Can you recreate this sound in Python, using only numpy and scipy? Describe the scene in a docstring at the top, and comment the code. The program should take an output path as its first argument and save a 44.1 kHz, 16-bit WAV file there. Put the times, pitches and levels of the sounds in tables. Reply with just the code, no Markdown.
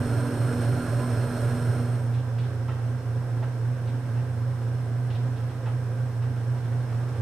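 """Mains hum throbs over belt rumble, rub, rotor whine and bearing hiss; a panel buzz dies, a belt chirps.
An induction motor drives V-belts and a wooden linkage in a plywood cabinet in a workshop.
Heard under the cabinet, then cross-faded to above it, where a swinging arm knocks and scrapes.
Hum, belts, whine, buzz and chirps are wavering sines; rumble and rub are coloured noise.
Bearings and arm joints are noise through resonances; random-phase reflections widen the sound."""
import sys
import numpy as np
from scipy import signal
from scipy.fft import rfft, irfft
from scipy.io import wavfile

SR = 44100
rng = np.random.default_rng(int(sys.argv[2]) if len(sys.argv) > 2 else 0)


def waveform_to_disk(signal):
    """Save audio, clipped to [-1, 1], as 16-bit WAV at the path in sys.argv[1]."""
    frames = np.transpose(np.atleast_2d(signal))
    scaled = np.clip(frames, -1, 1) * 32767
    samples = np.round(scaled).astype(np.int16)
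    wavfile.write(sys.argv[1], SR, samples)


N = 317961

MAINS_HZ, SHAFT_HZ = 60, 29.022
BEAT_HZ = 2 * MAINS_HZ - 4 * SHAFT_HZ  # four poles slip past the rotor
FADE_START_S, FADE_END_S = 1.34, 2.224
PANEL_HZ, PANEL_DB, PANEL_SETTLES_S, PANEL_FALL_DB_PER_S = 285.4, -40.5, 0.94, -47
RUB_RISE_S, RUB_RISE_DB_PER_S = 6.33, 2.5  # the rubbing noise then grows steadily louder
CHIRP_HZ = 1020
CRANK_S, FIRST_KNOCK_S = 0.745, 2.678  # one crank turn; knock of turn 0
SCRAPE_DECAY_S, CATCH_AFTER_S = 0.035, 0.046
RIGHT_MINUS_LEFT_DB = 3.5
TOP_HZ = 15400

# Magnetic hum, one row per multiple of twice the mains:
# level_db, throb_db, swell_s, phase_swing_rad, swing_lead_s
HUM_UNDER = [(-27.5, 4.5, 0.177, 0.943, 0.116), (-36.6, 5, 0.045, 0.64, 0.195),
             (-50.5, 4, 0.11, 0.71, 0.092), (-51.5, 6, 0.023, 0.62, 0.13)]
HUM_ABOVE = [(-27.5, 1.6, 0.098, 0.77, 0.12), (-50, 2.8, .11, 1.4, 0.193)]
# Brief sags of the hum: centre_s, depth_db, half_length_s
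HUM_SAGS = [(3.023, -5.5, 0.035), (5.52, -3, .16)]
# Flapping belt spans: pitch_hz, under_db, above_db
BELT_SPANS = [(90.7, -54, -46), (95.15, -42.5, -48), (102.1, -41.5, -64), (108.3, -45, -63),
              (142.1, -41, -64), (157.8, -45.5, -64), (267.7, -59, -57)]
# Cabinet rumble spectrum: frequency_hz, relative_density_db_per_hz
RUMBLE_SPECTRUM = [(15, -37), (35, -13.5), (55, -14.5), (72, -14.5), (92, -4.5), (125, 4), (138, -6.5),
                   (160, -6.5), (182, -15.5), (265, -9), (320, -36), (500, -52)]
# Rotor whine: pitch_hz, relative_level_db
WHINE_UNDER = [(4199, -71), (4258, -67.5), (5324, -66.5), (5561, -70), (7246, -72.5), (8393, -64),
               (8484, -65), (8514, -66.5), (8635, -63.5), (9695, -74), (10174, -83)]
WHINE_ABOVE = [(4253, -80.5), (5259, -77.5), (5313, -82), (6261, -81.5), (8382, -77), (8511, -84),
               (8629, -80)]
# Plywood panels (low) and bearing housings (high): resonance_hz, width_hz, under_db, above_db
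BEARING_MODES = [(265, 51, -62, -52), (447, 34, -47, -58), (546, 31, -48, -57), (997, 36, -53.5, -60.5),
                 (1410, 130, -50.5, -64.5), (1560, 160, -71, -74), (2920, 780, -62, -74),
                 (4220, 100, -80, -78.5), (5300, 250, -63, -71.5), (8390, 300, -59, -74.5),
                 (9930, 310, -63, -75.5), (11300, 450, -67, -79.5), (12700, 530, -66.5, -83)]
# Belt rub spectrum: frequency_hz, relative_density_db_per_hz
RUB_UNDER = [(180, -4), (300, -1), (484, -0.5), (517, -10.5), (581, 0), (937, -10.5), (1620, -9.5),
             (1810, -16), (3870, -28.5), (4280, -25.5), (4650, -32), (5390, -27), (7750, -34),
             (8560, -26.5), (15500, -50.5)]
RUB_ABOVE = [(180, -63), (300, -5.5), (348, -0.5), (535, 0), (590, -6.5), (674, -3.5), (985, -10),
             (1110, -9.5), (1620, -12), (2210, -20.5), (4800, -32), (5390, -28.5), (6900, -33.5),
             (8560, -32.5), (15500, -52)]
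# Pulley and rotor-slot tones: pitch_hz, relative_level_db
TONES_UNDER = [(387.6, -50), (479.1, -51.5), (570.6, -48), (742.9, -55.5), (1297, -60), (1389, -53),
               (1567, -56), (1658, -55.5)]
TONES_ABOVE = [(527.6, -55), (1567, -61), (1599, -61.5), (1658, -65)]
# Faint belt chirps: centre_s, level_db
CHIRPS = [(.92, -46), (1.0, -48), (1.037, -41.5)]
# Joint scrapes: start_s, metal_db, wood_db, second_catch_0_to_1
SCRAPES = [(2.135, -53, -53, .5), (2.382, -48.5, -47, 0.44), (3.87, -52, -60, 0), (5.10, -49.5, -45, 0.6),
           (5.36, -54, -62, 0), (5.49, -55, -53, 0), (6.22, -59, -43, 0), (6.36, -61, -48, 0),
           (6.64, -57, -56, 0)]
# Audible arm reversals: crank_turn, wood_db, metal_db, decay_s
KNOCKS = [(0, -39.5, -57, 0.065), (1, -38, -57, 0.028), (2, -42.5, -68, .035), (4, -38, -54, .033)]
# Arm resonances, wood then metal: resonance_hz, width_hz, relative_level_db
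WOOD_MODES = [(420, 81, -3), (654, 38, -3), (870, 42, -0.5), (1020, 160, -6), (1310, 110, -2),
              (1900, 160, -6), (2670, 200, -11), (3000, 220, -17)]
METAL_MODES = [(2500, 680, 6), (3130, 500, 3), (3600, 460, 2.5), (4170, 400, -3), (5200, 900, -6)]
# Diffuse room sound: frequency_hz, relative_side_minus_mid_db
DIFFUSE_SPECTRUM = [(30, -8), (90, -37), (130, -40), (250, -16.5), (500, -14.5), (1000, -12), (2000, -8.5),
                    (4500, -3), (8500, -4.5), (12000, -3)]


def undb(db):
    """Decibels to gain."""
    return np.exp(np.asarray(db) * (np.log(10) / 20))


def clock():
    """Time of every sample, s."""
    return np.arange(N) / SR


def level(x, db):
    """Set the rms level."""
    return x * undb(db) / np.sqrt(np.mean(x ** 2))


def bins():
    """Frequency of every spectral bin, Hz, held at 1 or more."""
    return np.maximum(np.arange(N // 2 + 1) * SR / N, 1)


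def colour(x, points):
    """Filter by (Hz, dB) points, interpolated in log frequency."""
    hz, db = np.transpose(points)
    gain = undb(np.interp(np.log(bins()), np.log(hz), db))
    return irfft(rfft(x) * gain, N)


def walk(rate_hz):
    """Smooth random drift of rms 1: eased steps between random knots."""
    size = max(int(SR / rate_hz), 2)
    knots = rng.standard_normal(N // size + 2)
    ease = np.sin(np.pi / 2 * np.arange(size) / size) ** 2
    drift = knots[:-1, None] + np.diff(knots)[:, None] * ease
    return level(drift.ravel()[:N], 0)


def ramp(start_s, db_per_s):
    """Gain that holds at 1, then rises or falls at a steady dB rate."""
    return undb(db_per_s * np.maximum(clock() - start_s, 0))


def tone(hz, db, wander_hz, flutter_db, rate_hz):
    """Sine whose pitch and strength waver."""
    cycles = np.cumsum(hz + wander_hz * walk(rate_hz)) / SR
    phase = 2 * np.pi * (cycles + rng.random())
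    return level(np.sin(phase) * undb(flutter_db * walk(rate_hz)), db)


def ring(x, modes):
    """Steep-skirted resonances (Hz, width Hz, dB); each takes its dB from a flat input of rms 1."""
    f, power = bins(), 0
    for hz, width_hz, db in modes:
        detuning = (f ** 2 - hz ** 2) / (f * 2 * width_hz)
        shape = 1 / (1 + detuning ** 2) ** 2
        power = power + undb(2 * db) * shape / shape.mean()
    return irfft(rfft(x) * np.sqrt(power), N)


def friction(shaft_depth, mains_depth, flicker_db):
    """Dense contact noise, pressed harder once a shaft turn and at every torque pulse."""
    turn = 2 * np.pi * clock()
    shaft_press = 1 + shaft_depth * np.cos(SHAFT_HZ * turn)
    torque_press = 1 + mains_depth * np.cos(2 * MAINS_HZ * turn)
    return rng.standard_normal(N) * shaft_press * torque_press * undb(flicker_db * walk(45))


def hum(rows, uneven_db):
    """The stator hums at multiples of twice the mains; the slipping rotor swells and bends it each beat."""
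    t, out = clock(), 0
    sag_db = sum(db * np.exp(-((t - s) / length_s) ** 2) for s, db, length_s in HUM_SAGS)
    load = undb(sag_db + uneven_db * walk(9.7))
    for k, (db, throb_db, swell_s, swing_rad, lead_s) in enumerate(rows, 1):
        beat = 2 * np.pi * BEAT_HZ * (t - swell_s)
        bend = swing_rad * np.cos(beat + 2 * np.pi * BEAT_HZ * lead_s)
        carrier = np.sin(2 * np.pi * 2 * k * MAINS_HZ * t + bend)
        out = out + np.sqrt(2) * undb(db + throb_db * np.cos(beat)) * carrier
    return out * load


def belt_flap(index):
    """Flapping belt spans as wavering tones; index 0 is under, 1 above."""
    return sum(tone(row[0], row[1 + index], wander_hz=0.44, flutter_db=3.5, rate_hz=4.9)
               for row in BELT_SPANS)


def cabinet_rumble(db):
    """Broad low noise of the cabinet."""
    return level(colour(rng.standard_normal(N), RUMBLE_SPECTRUM), db)


def rotor_whine(lines, gain_db):
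    """High rotor tones that waver in proportion to pitch."""
    return sum(tone(hz, db + gain_db, wander_hz=0.00074 * hz, flutter_db=2.5, rate_hz=30)
               for hz, db in lines)


def bearing_hiss(index):
    """Rolling friction rings panels and bearing housings; index 0 is under, 1 above."""
    rolling = friction(shaft_depth=0.14, mains_depth=0.08, flicker_db=0.5)
    return ring(rolling, [(row[0], row[1], row[2 + index]) for row in BEARING_MODES])


def drive(index, rumble_db, whine_lines, whine_db):
    """Belts, rumble, whine and bearings; index 0 is under, 1 above."""
    low = belt_flap(index) + cabinet_rumble(rumble_db)
    return low + rotor_whine(whine_lines, whine_db) + bearing_hiss(index)


def panel_buzz():
    """A panel buzzes at one wavering pitch, then settles."""
    buzz = tone(PANEL_HZ, PANEL_DB, wander_hz=1.0, flutter_db=3.0, rate_hz=6.6)
    return buzz * ramp(PANEL_SETTLES_S, PANEL_FALL_DB_PER_S)


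def belt_rub(spectrum, db, tones, tones_db, flicker_db):
    """Belts rub in their grooves as coloured friction, over tones of pulleys and rotor slots."""
    contact = friction(shaft_depth=0.016, mains_depth=0.042, flicker_db=flicker_db)
    rub = level(colour(contact, spectrum), db)
    lines = sum(tone(hz, line_db + tones_db, wander_hz=2.94, flutter_db=2.5, rate_hz=20)
                for hz, line_db in tones)
    return rub * ramp(RUB_RISE_S, RUB_RISE_DB_PER_S) + lines


def belt_chirps(length_s):
    """A slipping belt sings for a moment: a wavering tone in short bell-shaped bursts."""
    t = clock()
    slips = sum(undb(db) * np.exp(-((t - s) / length_s) ** 2) for s, db in CHIRPS)
    return slips * tone(CHIRP_HZ, 0, wander_hz=12.8, flutter_db=2.0, rate_hz=45)


def under():
    """Close to the motor, inside the open cabinet."""
    motor = hum(HUM_UNDER, uneven_db=0.9)
    motor = motor + drive(index=0, rumble_db=-36.5, whine_lines=WHINE_UNDER, whine_db=2.5)
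    rub = belt_rub(RUB_UNDER, -36.7, TONES_UNDER, tones_db=0.46, flicker_db=0.93)
    return motor + panel_buzz() + rub + belt_chirps(length_s=0.015)


def slide(start_s, rise_s, decay_s):
    """Envelope of a joint taking up its play: a quick rise, then a decay."""
    start = int(start_s * SR)
    age_s = np.arange(min(SR, N - start)) / SR
    push = (1 - np.exp(-age_s / rise_s)) * np.exp(-age_s / decay_s)
    return np.pad(push, (start, N - start - len(age_s)))


def arm_joints(rise_s, grain_db):
    """The arm scrapes in its joints and knocks at crank reversals; gritty slides ring wood and metal."""
    wood, metal = 0, 0
    for s, metal_db, wood_db, catch in SCRAPES:
        push = slide(s, rise_s, SCRAPE_DECAY_S)
        push = push + catch * slide(s + CATCH_AFTER_S, rise_s, SCRAPE_DECAY_S)
        wood, metal = wood + undb(wood_db) * push, metal + undb(metal_db) * push
    for turn, wood_db, metal_db, decay_s in KNOCKS:
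        push = slide(FIRST_KNOCK_S + turn * CRANK_S, rise_s, decay_s)
        wood, metal = wood + undb(wood_db) * push, metal + undb(metal_db) * push
    grit = undb(grain_db * walk(300))
    wood_ring = level(ring(grit * rng.standard_normal(N), WOOD_MODES), 0)
    metal_ring = level(ring(grit * rng.standard_normal(N), METAL_MODES), 0)
    return wood * wood_ring + metal * metal_ring


def above():
    """Above the cabinet, which muffles the motor, beside the arm."""
    motor = hum(HUM_ABOVE, uneven_db=0.0)
    motor = motor + drive(index=1, rumble_db=-39.5, whine_lines=WHINE_ABOVE, whine_db=2.0)
    rub = belt_rub(RUB_ABOVE, -44.45, TONES_ABOVE, tones_db=-2.0, flicker_db=0.5)
    return motor + rub + arm_joints(rise_s=0.0036, grain_db=1)


def workshop(x, decay_s, diffuse_db):
    """Wall reflections reach the two sides differently, most of all in the treble and far from the motor."""
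    reflections = rng.standard_normal(N) * np.exp(-clock() / decay_s)
    scatter = np.exp(1j * np.angle(rfft(reflections)))  # phase only
    side = undb(diffuse_db) * colour(irfft(rfft(x) * scatter, N), DIFFUSE_SPECTRUM)
    left = x * undb(-RIGHT_MINUS_LEFT_DB / 2) + side
    right = x * undb(RIGHT_MINUS_LEFT_DB / 2) - side
    return np.array([left, right])


def scene():
    """Equal-power cross-fade from under the cabinet to above it."""
    progress = np.clip((clock() - FADE_START_S) / (FADE_END_S - FADE_START_S), 0, 1)
    fade = np.pi / 2 * progress
    inside = workshop(under(), decay_s=0.035, diffuse_db=-1.0)
    outside = workshop(above(), decay_s=0.068, diffuse_db=3.0)
    return np.cos(fade) * inside + np.sin(fade) * outside


def record(dry):
    """Fade in over 3 ms and cut the top with a steep low-pass."""
    opening = np.minimum(clock() / 0.003, 1)
    low_pass = signal.ellip(10, rp=0.2, rs=80, Wn=TOP_HZ, fs=SR, output="sos")
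    return signal.sosfilt(low_pass, dry * opening)


dry = scene()
out = record(dry)
waveform_to_disk(out)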